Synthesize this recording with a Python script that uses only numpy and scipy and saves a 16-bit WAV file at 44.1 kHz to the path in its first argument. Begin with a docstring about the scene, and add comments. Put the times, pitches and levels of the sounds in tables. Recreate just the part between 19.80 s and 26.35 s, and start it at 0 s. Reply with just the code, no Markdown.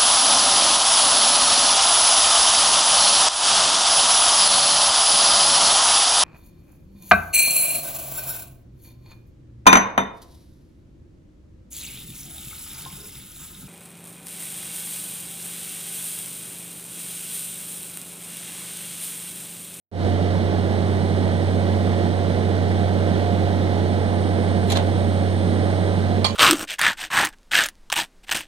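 """A six-cylinder diesel drones steadily some way off across a yard, its firing pulses heard as harmonics
over a throbbing roar, with a fan, a belt whine that comes and goes and a thin turbo whistle.
A light breeze hisses in the trees and rumbles at the two microphone ports. Late on, a hand scrapes over
the camera case (friction noise), then knocks it: the case rings and rattles, and the limiter ducks."""
import sys
import numpy as np
from scipy import signal
from scipy.fft import rfft, irfft, next_fast_len
from scipy.io import wavfile
from scipy.ndimage import map_coordinates

SR = 44100
rng = np.random.default_rng(int(sys.argv[2]) if len(sys.argv) > 2 else 0)


def dump(signal):
    """Clip the signal to [-1, 1] and save it as 16-bit WAV at the path in sys.argv[1]."""
    limited = np.clip(np.atleast_2d(signal).T, -1, 1)
    pcm = np.round(limited * 32767).astype(np.int16)
    wavfile.write(sys.argv[1], SR, pcm)


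N = 288855
CYLINDERS = 6


def amp(db):
    """Decibels to amplitude ratio."""
    return 10 ** (np.asarray(db) / 20)


def along(points, hz):
    """Interpolation of (frequency, value) points on a log frequency axis."""
    f, v = np.transpose(points)
    return np.interp(np.log(hz + 1), np.log(f + 1), v)


def curve(points):
    """Linear interpolation of (time, value) points at every sample."""
    return np.interp(np.arange(N) / SR, *np.transpose(points))


def wobble(rate_hz):
    """Smooth random modulation: a spline through Gaussian knots."""
    knots = rng.standard_normal(int(N * rate_hz / SR) + 4)
    return map_coordinates(knots, [np.arange(N) * rate_hz / SR])


def filtered(x, response):
    """Linear filtering: the spectrum times a complex frequency response."""
    n = x.shape[-1]
    m = next_fast_len(n + 8192)
    return irfft(rfft(x, m) * response(np.fft.rfftfreq(m, 1 / SR)), m)[..., :n]


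def add(track, start_s, sound):
    """Superposition of a sound on a track."""
    part = track[..., round(start_s * SR):][..., :sound.shape[-1]]
    part += sound[..., :part.shape[-1]]


def tone(phase, db):
    """A sinusoid of given rms level and random starting phase."""
    return np.sqrt(2) * amp(db) * np.sin(phase + rng.uniform(0, 2 * np.pi))


def tilt(hz, db_per_octave):
    """Spectral slope in dB, pivoting at 4 kHz and flat below 800 Hz."""
    return db_per_octave * np.log2(np.maximum(hz, 800) / 4000)


def noise(spectrum):
    """Two incoherent Gaussian noises of given spectral density."""
    white = rng.standard_normal((2, N)) * np.sqrt(SR / 2)
    return filtered(white, lambda hz: amp(along(spectrum, hz)))


def grit(size, colour, tilt_db=0, grain_db=2, grain_hz=913):
    """Many tiny contacts act as randomly modulated noise, here coloured and scaled to rms 1."""
    grains = rng.standard_normal((2, size)) * amp(grain_db * wobble(grain_hz)[:size])
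    x = filtered(grains, lambda hz: amp(along(colour, hz) + tilt(hz, tilt_db)))
    return x / np.sqrt(np.mean(x ** 2) + 1e-20)


# likeness of the sound at the two ports: frequency_hz, coherence (0-1)
PORT_COHERENCE = [(30, 1), (100, 0.74), (250, 0.86), (700, 0.99), (1300, 0.9), (2300, 0.7), (2750, 0.89),
                  (3500, 0.9), (5500, 0.28), (14000, 0.11)]
def coherent_noise(spectrum):
    """Partial coherence: the two ports share most of the bass and little of the high treble."""
    shared, separate = noise(spectrum)
    coherence = lambda hz: np.clip(along(PORT_COHERENCE, hz), 0, 1)
    left = filtered(shared, coherence) + filtered(separate, lambda hz: np.sqrt(1 - coherence(hz) ** 2))
    return np.array([left, shared])


# gain of the left channel: frequency_hz, gain_db
LEFT_GAIN = [(40, -12), (95, -3.5), (200, -7), (400, -10), (750, -9.5), (1200, -4), (2000, -5), (2700, -4),
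             (3500, -7), (4700, -6), (6000, 0.5), (12000, 0.5)]
# phase lag of the left channel: frequency_hz, lag_rad
LEFT_LAG = [(20, 0.72), (100, 0.85), (200, 0.66), (700, 1), (1300, 1.49), (1900, 2.76), (2650, 3.62),
            (3100, 6.5), (4000, 6.65), (5200, 9.5), (9000, 16.8)]
def pan_right(pair):
    """Lateralization: the left channel is slightly later and weaker, so the sound sits to the right."""
    response = lambda hz: amp(along(LEFT_GAIN, hz)) * np.exp(-1j * along(LEFT_LAG, hz))
    return np.array([filtered(pair[0], response), pair[1]])


# airy hiss: frequency_hz, density_db_per_hz
HISS_SPECTRUM = [(200, -77), (2650, -81.5), (3200, -77.5), (4100, -76.5), (5000, -93.5), (7700, -94),
                 (8600, -86.5), (10000, -102), (15000, -103)]
def wind(buffet_db=5.0):
    """Turbulence: a light breeze hisses in the trees and rumbles incoherently at the two ports."""
    rumble = noise([(10, -84), (28, -68), (60, -65.0), (200, -92), (1000, -130)])
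    sway = amp(.5 * wobble(2))
    hiss = pan_right(coherent_noise(HISS_SPECTRUM)) * sway
    return hiss + rumble * amp(buffet_db * wobble(7.8))


# finger pushes: peak_s, rise_s, fall_s, level_db, tilt_db_per_octave
RUBS = [(4.910, 0.0088, 0.0052, -22.5, 0), (4.924, 0.0063, 0.013, -21.5, 0),
        (4.961, 0.0068, .006, -20.5, -2.5), (4.973, 0.0057, 0.0064, -19.5, -1),
        (4.987, 0.006, 0.033, -24.5, -6)]
# colour of a push: frequency_hz, gain_db
RUB_SPECTRUM = [(200, -10), (800, 9), (1300, -1.5), (2650, -0.5), (3100, 3), (4000, 7), (4800, -6.5),
                (7000, -5), (9700, -21), (10700, -10), (13000, -26), (15500, -34)]
# finger slips: start_s, level_db, tilt_db_per_octave, t60_s
SLIPS = [(4.871, -47, 14, .14), (4.901, -28.5, 11, .028), (4.92, -17.5, 0, 0.015), (4.9728, -22, -6, .017)]
# colour of a slip: frequency_hz, gain_db
SLIP_SPECTRUM = [(1000, -24), (3000, -10), (4000, 10), (5000, -14), (7000, 4), (9500, -6), (11000, 3),
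                 (13000, -24), (15500, -22)]
# the finger between the ports: frequency_hz, left_minus_right_db
FINGER_BALANCE = [(1300, -3.5), (4400, -4), (8000, 3)]
def scrapes(attack_s=0.00056):
    """Sliding friction: noise follows a finger's pressure on the case, with a tick as it slips free."""
    out, t = np.zeros((2, N)), np.arange(SR // 4) / SR
    from_peak = t - t.mean()
    for peak_s, rise_s, fall_s, db, tilt_db in RUBS:
        pressure = np.exp(-np.abs(from_peak) / np.where(from_peak < 0, rise_s, fall_s))
        add(out, peak_s - t.mean(), amp(db) * pressure * grit(len(t), RUB_SPECTRUM, tilt_db))
    for start_s, db, tilt_db, t60_s in SLIPS:
        envelope = amp(db - 60 * t / t60_s) * (1 - np.exp(-t / attack_s))
        add(out, start_s, envelope * grit(len(t), SLIP_SPECTRUM, tilt_db))
    return filtered(out, lambda hz: amp(along(FINGER_BALANCE, hz) * np.array([[.5], [-.5]])))


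# colour of the case's buzz: frequency_hz, gain_db
BUZZ_SPECTRUM = [(300, -15), (1000, 2), (1600, 0), (2400, 1), (2700, 0), (3200, 7), (4400, -13),
                 (5500, -13), (6200, -11), (6800, -2), (7700, -18), (8600, -8), (10000, -24), (14000, -27),
                 (15500, -43)]
def rattle(level_db=-20, t60_s=0.34, attack_s=0.0052):
    """Contact chatter: dense, uneven collisions in the loose case merge into a decaying buzz."""
    t = np.arange(SR // 4) / SR
    buzz = grit(len(t), BUZZ_SPECTRUM, grain_db=3, grain_hz=340)
    return buzz * (1 - np.exp(-t / attack_s)) * amp(level_db - 60 * t / t60_s)


# contacts within the knock: start_s, level_db, tilt_db_per_octave
IMPACTS = [(6.4443, -4, 0), (6.4484, 0.5, -2.5), (6.452, -2, -1), (6.457, -6, -4.5), (6.461, -8, 2),
           (6.4655, -2.5, -4), (6.478, -15, -1), (6.4863, -15, 0), (6.497, -12, -4), (6.5044, -14, -3)]
# resonances of the case: pitch_hz, level_db, t60_s
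CASE_MODES = [(987, -20, 0.064), (1057, -16.5, 0.1), (1200, -20, 0.07), (2064, -24, .08),
              (2360, -17.5, 0.1), (2990, -25, 0.24), (3270, -9.5, 0.07), (3930, -9, .04),
              (4230, -4.5, 0.046), (4345, -9.5, 0.033), (4450, -7.5, 0.078), (4925, -21, 0.11),
              (5480, -23.5, 0.098), (6700, -31, 0.22), (8350, -21, 0.05), (8850, -28, .05)]
# colour of a contact's dry crack: frequency_hz, gain_db
CRACK_SPECTRUM = [(100, -13), (1000, 3), (1400, -16), (2000, -11), (2700, -11), (4300, 5), (6000, -18),
                  (7600, -21), (8600, -6), (10000, -26), (14000, -28), (15500, -46)]
# gain of the left channel, as the knock lands near the right port: frequency_hz, gain_db
KNOCK_LEFT_GAIN = [(300, -19), (1000, -4.5), (1600, -3), (2400, -4), (4300, -13), (6000, 0), (8300, -1),
                   (11000, 2)]
def knock(ring_db=-4, crack_db=-8, crack_t60_s=0.035, attack_s=0.00074):
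    """Impact excitation: each contact cracks and rings damped modes, detuned by the shifting grip."""
    out, t = np.zeros((2, N)), np.arange(SR // 5) / SR
    for start_s, db, tilt_db in IMPACTS:
        detunings = 1 + .004 * rng.standard_normal(len(CASE_MODES))
        ring = np.zeros((2, len(t)))
        for (hz, mode_db, t60_s), detune in zip(CASE_MODES, detunings):
            struck_db = mode_db + tilt(hz, tilt_db) + rng.normal(0, 2.9, (2, 1))
            phase = 2 * np.pi * hz * detune * t + rng.uniform(0, 2 * np.pi, (2, 1))
            ring += amp(struck_db - 60 * t / t60_s) * np.sin(phase)
        crack = grit(len(t), CRACK_SPECTRUM, tilt_db) * amp(crack_db - 60 * t / crack_t60_s)
        add(out, start_s, amp(db) * (amp(ring_db) * ring + crack) * (1 - np.exp(-t / attack_s)))
    add(out, IMPACTS[0][0], rattle())
    return np.array([filtered(out[0], lambda hz: amp(along(KNOCK_LEFT_GAIN, hz))), out[1]])


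# turbo whistle at the right port: time_s, level_db
WHISTLE_LEVEL = [(0.3, -60.5), (1.44, -57), (3.9, -60.5), (4.33, -56.5), (6.02, -54), (6.4, -59)]
# its pitch, sinking at the end as the load comes off: time_s, pitch_hz
WHISTLE_PITCH = [(0.2, 8570), (1.1, 8615), (1.8, 8641), (3.0, 8641), (4.0, 8590), (4.9, 8650), (5.4, 8640),
                 (6.4, 8400)]
# the band through which it is heard: frequency_hz, gain_db
WHISTLE_BAND = [(8000, -24), (8250, -13), (8360, -3), (8470, 0), (8700, -4), (8920, 0), (9060, -8),
                (9350, -20)]
def turbo(cycle, left_db=4, waver_db=0.5, smear_rad=1.0):
    """Modulation: exhaust pulses jolt the whistle into sidebands spaced by the firing rate."""
    carrier = 2 * np.pi * np.cumsum(curve(WHISTLE_PITCH) + 3 * wobble(10)) / SR
    lines = np.zeros((2, N))
    for sideband in range(-6, 9):
        phase = carrier + sideband * CYLINDERS * cycle
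        hz = np.gradient(phase) * SR / (2 * np.pi)
        db = along(WHISTLE_BAND, hz) - waver_db * wobble(3.88)
        shared = tone(phase + smear_rad * wobble(7), db)
        right_only = tone(phase + smear_rad * wobble(7), db + 5.0)
        lines += [shared, shared + right_only]
    level_db = curve(WHISTLE_LEVEL) + 1.2 * wobble(70)
    return lines / lines.std(axis=1, keepdims=True) * amp(level_db) * amp([[left_db], [0]])


# belt whine: time_s, level_db
BELT_LEVEL = [(0.4, -31), (0.85, -39), (1.45, -54), (1.7, -38), (2.25, -33), (2.42, -42), (3.3, -38),
              (3.58, -28), (3.95, -38.5), (4.55, -35.5), (4.8, -31), (5.4, -32), (5.65, -50), (6.2, -51),
              (6.35, -28.5), (6.5, -47)]
def belt(cycle, firing_multiple=7.55):
    """A constant drive ratio ties the belt's wavering whine to the firing rate."""
    phase = firing_multiple * CYLINDERS * cycle + 0.87 * wobble(12)
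    return tone(phase, curve(BELT_LEVEL) + 1.4 * wobble(4.7))


# cooling fan tones: firing_rate_multiple, level_db
FAN_TONES = [(2.395, -32), (4.79, -44), (8.42, -47)]
def fan(cycle, gain_db=0.5):
    """Rotational tones: the fan follows engine speed, wavering in phase and level."""
    return sum(tone(multiple * CYLINDERS * cycle + 0.59 * wobble(8.1), db + gain_db + 2 * wobble(2.96))
               for multiple, db in FAN_TONES)


# exhaust and engine block noise: frequency_hz, density_db_per_hz
ROAR_SPECTRUM = [(12, -87), (35, -70.5), (80, -56.5), (125, -53.5), (175, -44), (270, -50), (320, -47.5),
                 (650, -53.5), (850, -60), (1150, -69), (2000, -67), (2650, -78.5), (3300, -73.5),
                 (5500, -83), (10000, -112)]
def roar(cycle, throb=0.04, flutter_db=0.45):
    """Amplitude modulation: exhaust and block noise throbs as the cylinders fire with unequal force."""
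    pattern = sum(np.cos(order * cycle + rng.uniform(0, 2 * np.pi)) for order in (1, 3, 4, 5, 6, 9, 12))
    return coherent_noise(ROAR_SPECTRUM) * (1 + throb * pattern) * amp(flutter_db * wobble(12))


# engine harmonics: working_cycle_multiple, level_db
ENGINE_ORDERS = [(6, -20.5), (8, -44), (12, -31.5), (18, -43), (20, -40), (21, -42), (26, -43), (32, -45),
                 (34, -44), (36, -38), (38, -43), (40, -46), (42, -43), (45, -42), (48, -47), (49, -48),
                 (52, -50), (54, -44), (78, -60), (99, -53), (108, -55)]
def drone(cycle, waver_db=2, smear_rad=0.27):
    """Periodic firing gives a harmonic series; moving air makes the higher orders waver more."""
    out = np.zeros(N)
    for order, db in ENGINE_ORDERS:
        depth = min(order / 30, 1) ** 0.95
        phase = order * cycle + depth * smear_rad * wobble(4.6)
        out += tone(phase, db + depth * waver_db * wobble(2.455))
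    return out


# engine speed: time_s, firing_rate_hz
FIRING_RATE = [(0.3, 93.18), (2.8, 93.52), (4.7, 93.31), (5.5, 93.32), (6.3, 94.4)]
def scene():
    """Superposition of the engine, heard to the right, the breeze and the handling noise."""
    cycle = 2 * np.pi * np.cumsum(curve(FIRING_RATE)) / SR / CYLINDERS  # phase of the two-turn cycle
    engine = drone(cycle) + fan(cycle) + belt(cycle) + roar(cycle)
    return pan_right(engine) + wind() + turbo(cycle) + scrapes() + knock()


def record(dry, start_s=0.115, rise_s=0.14, ceiling=.64, recover_db_per_s=10, clip_at=.96, top_hz=15400):
    """Peak limiting: the camera fades in, ducks after peaks, recovers slowly and cuts the top treble."""
    t = np.arange(N) / SR
    fade = np.clip(0.049 + (t - start_s) / rise_s, 0, 1) * (t > start_s)
    x = dry * np.maximum(fade, amp(-81))
    over_db = 20 * np.log10(np.maximum(np.abs(x).max(axis=0) / ceiling, 1))
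    duck_db = np.maximum.accumulate(over_db + recover_db_per_s * t) - recover_db_per_s * t
    # the limiter needs about a millisecond to act, so the first crack slips through and clips
    duck_db = signal.lfilter(np.ones(48) / 48, 1, duck_db)
    return filtered(np.clip(x * amp(-duck_db), -clip_at, clip_at), lambda hz: hz < top_hz)


dry = scene()
out = record(dry)
dump(out)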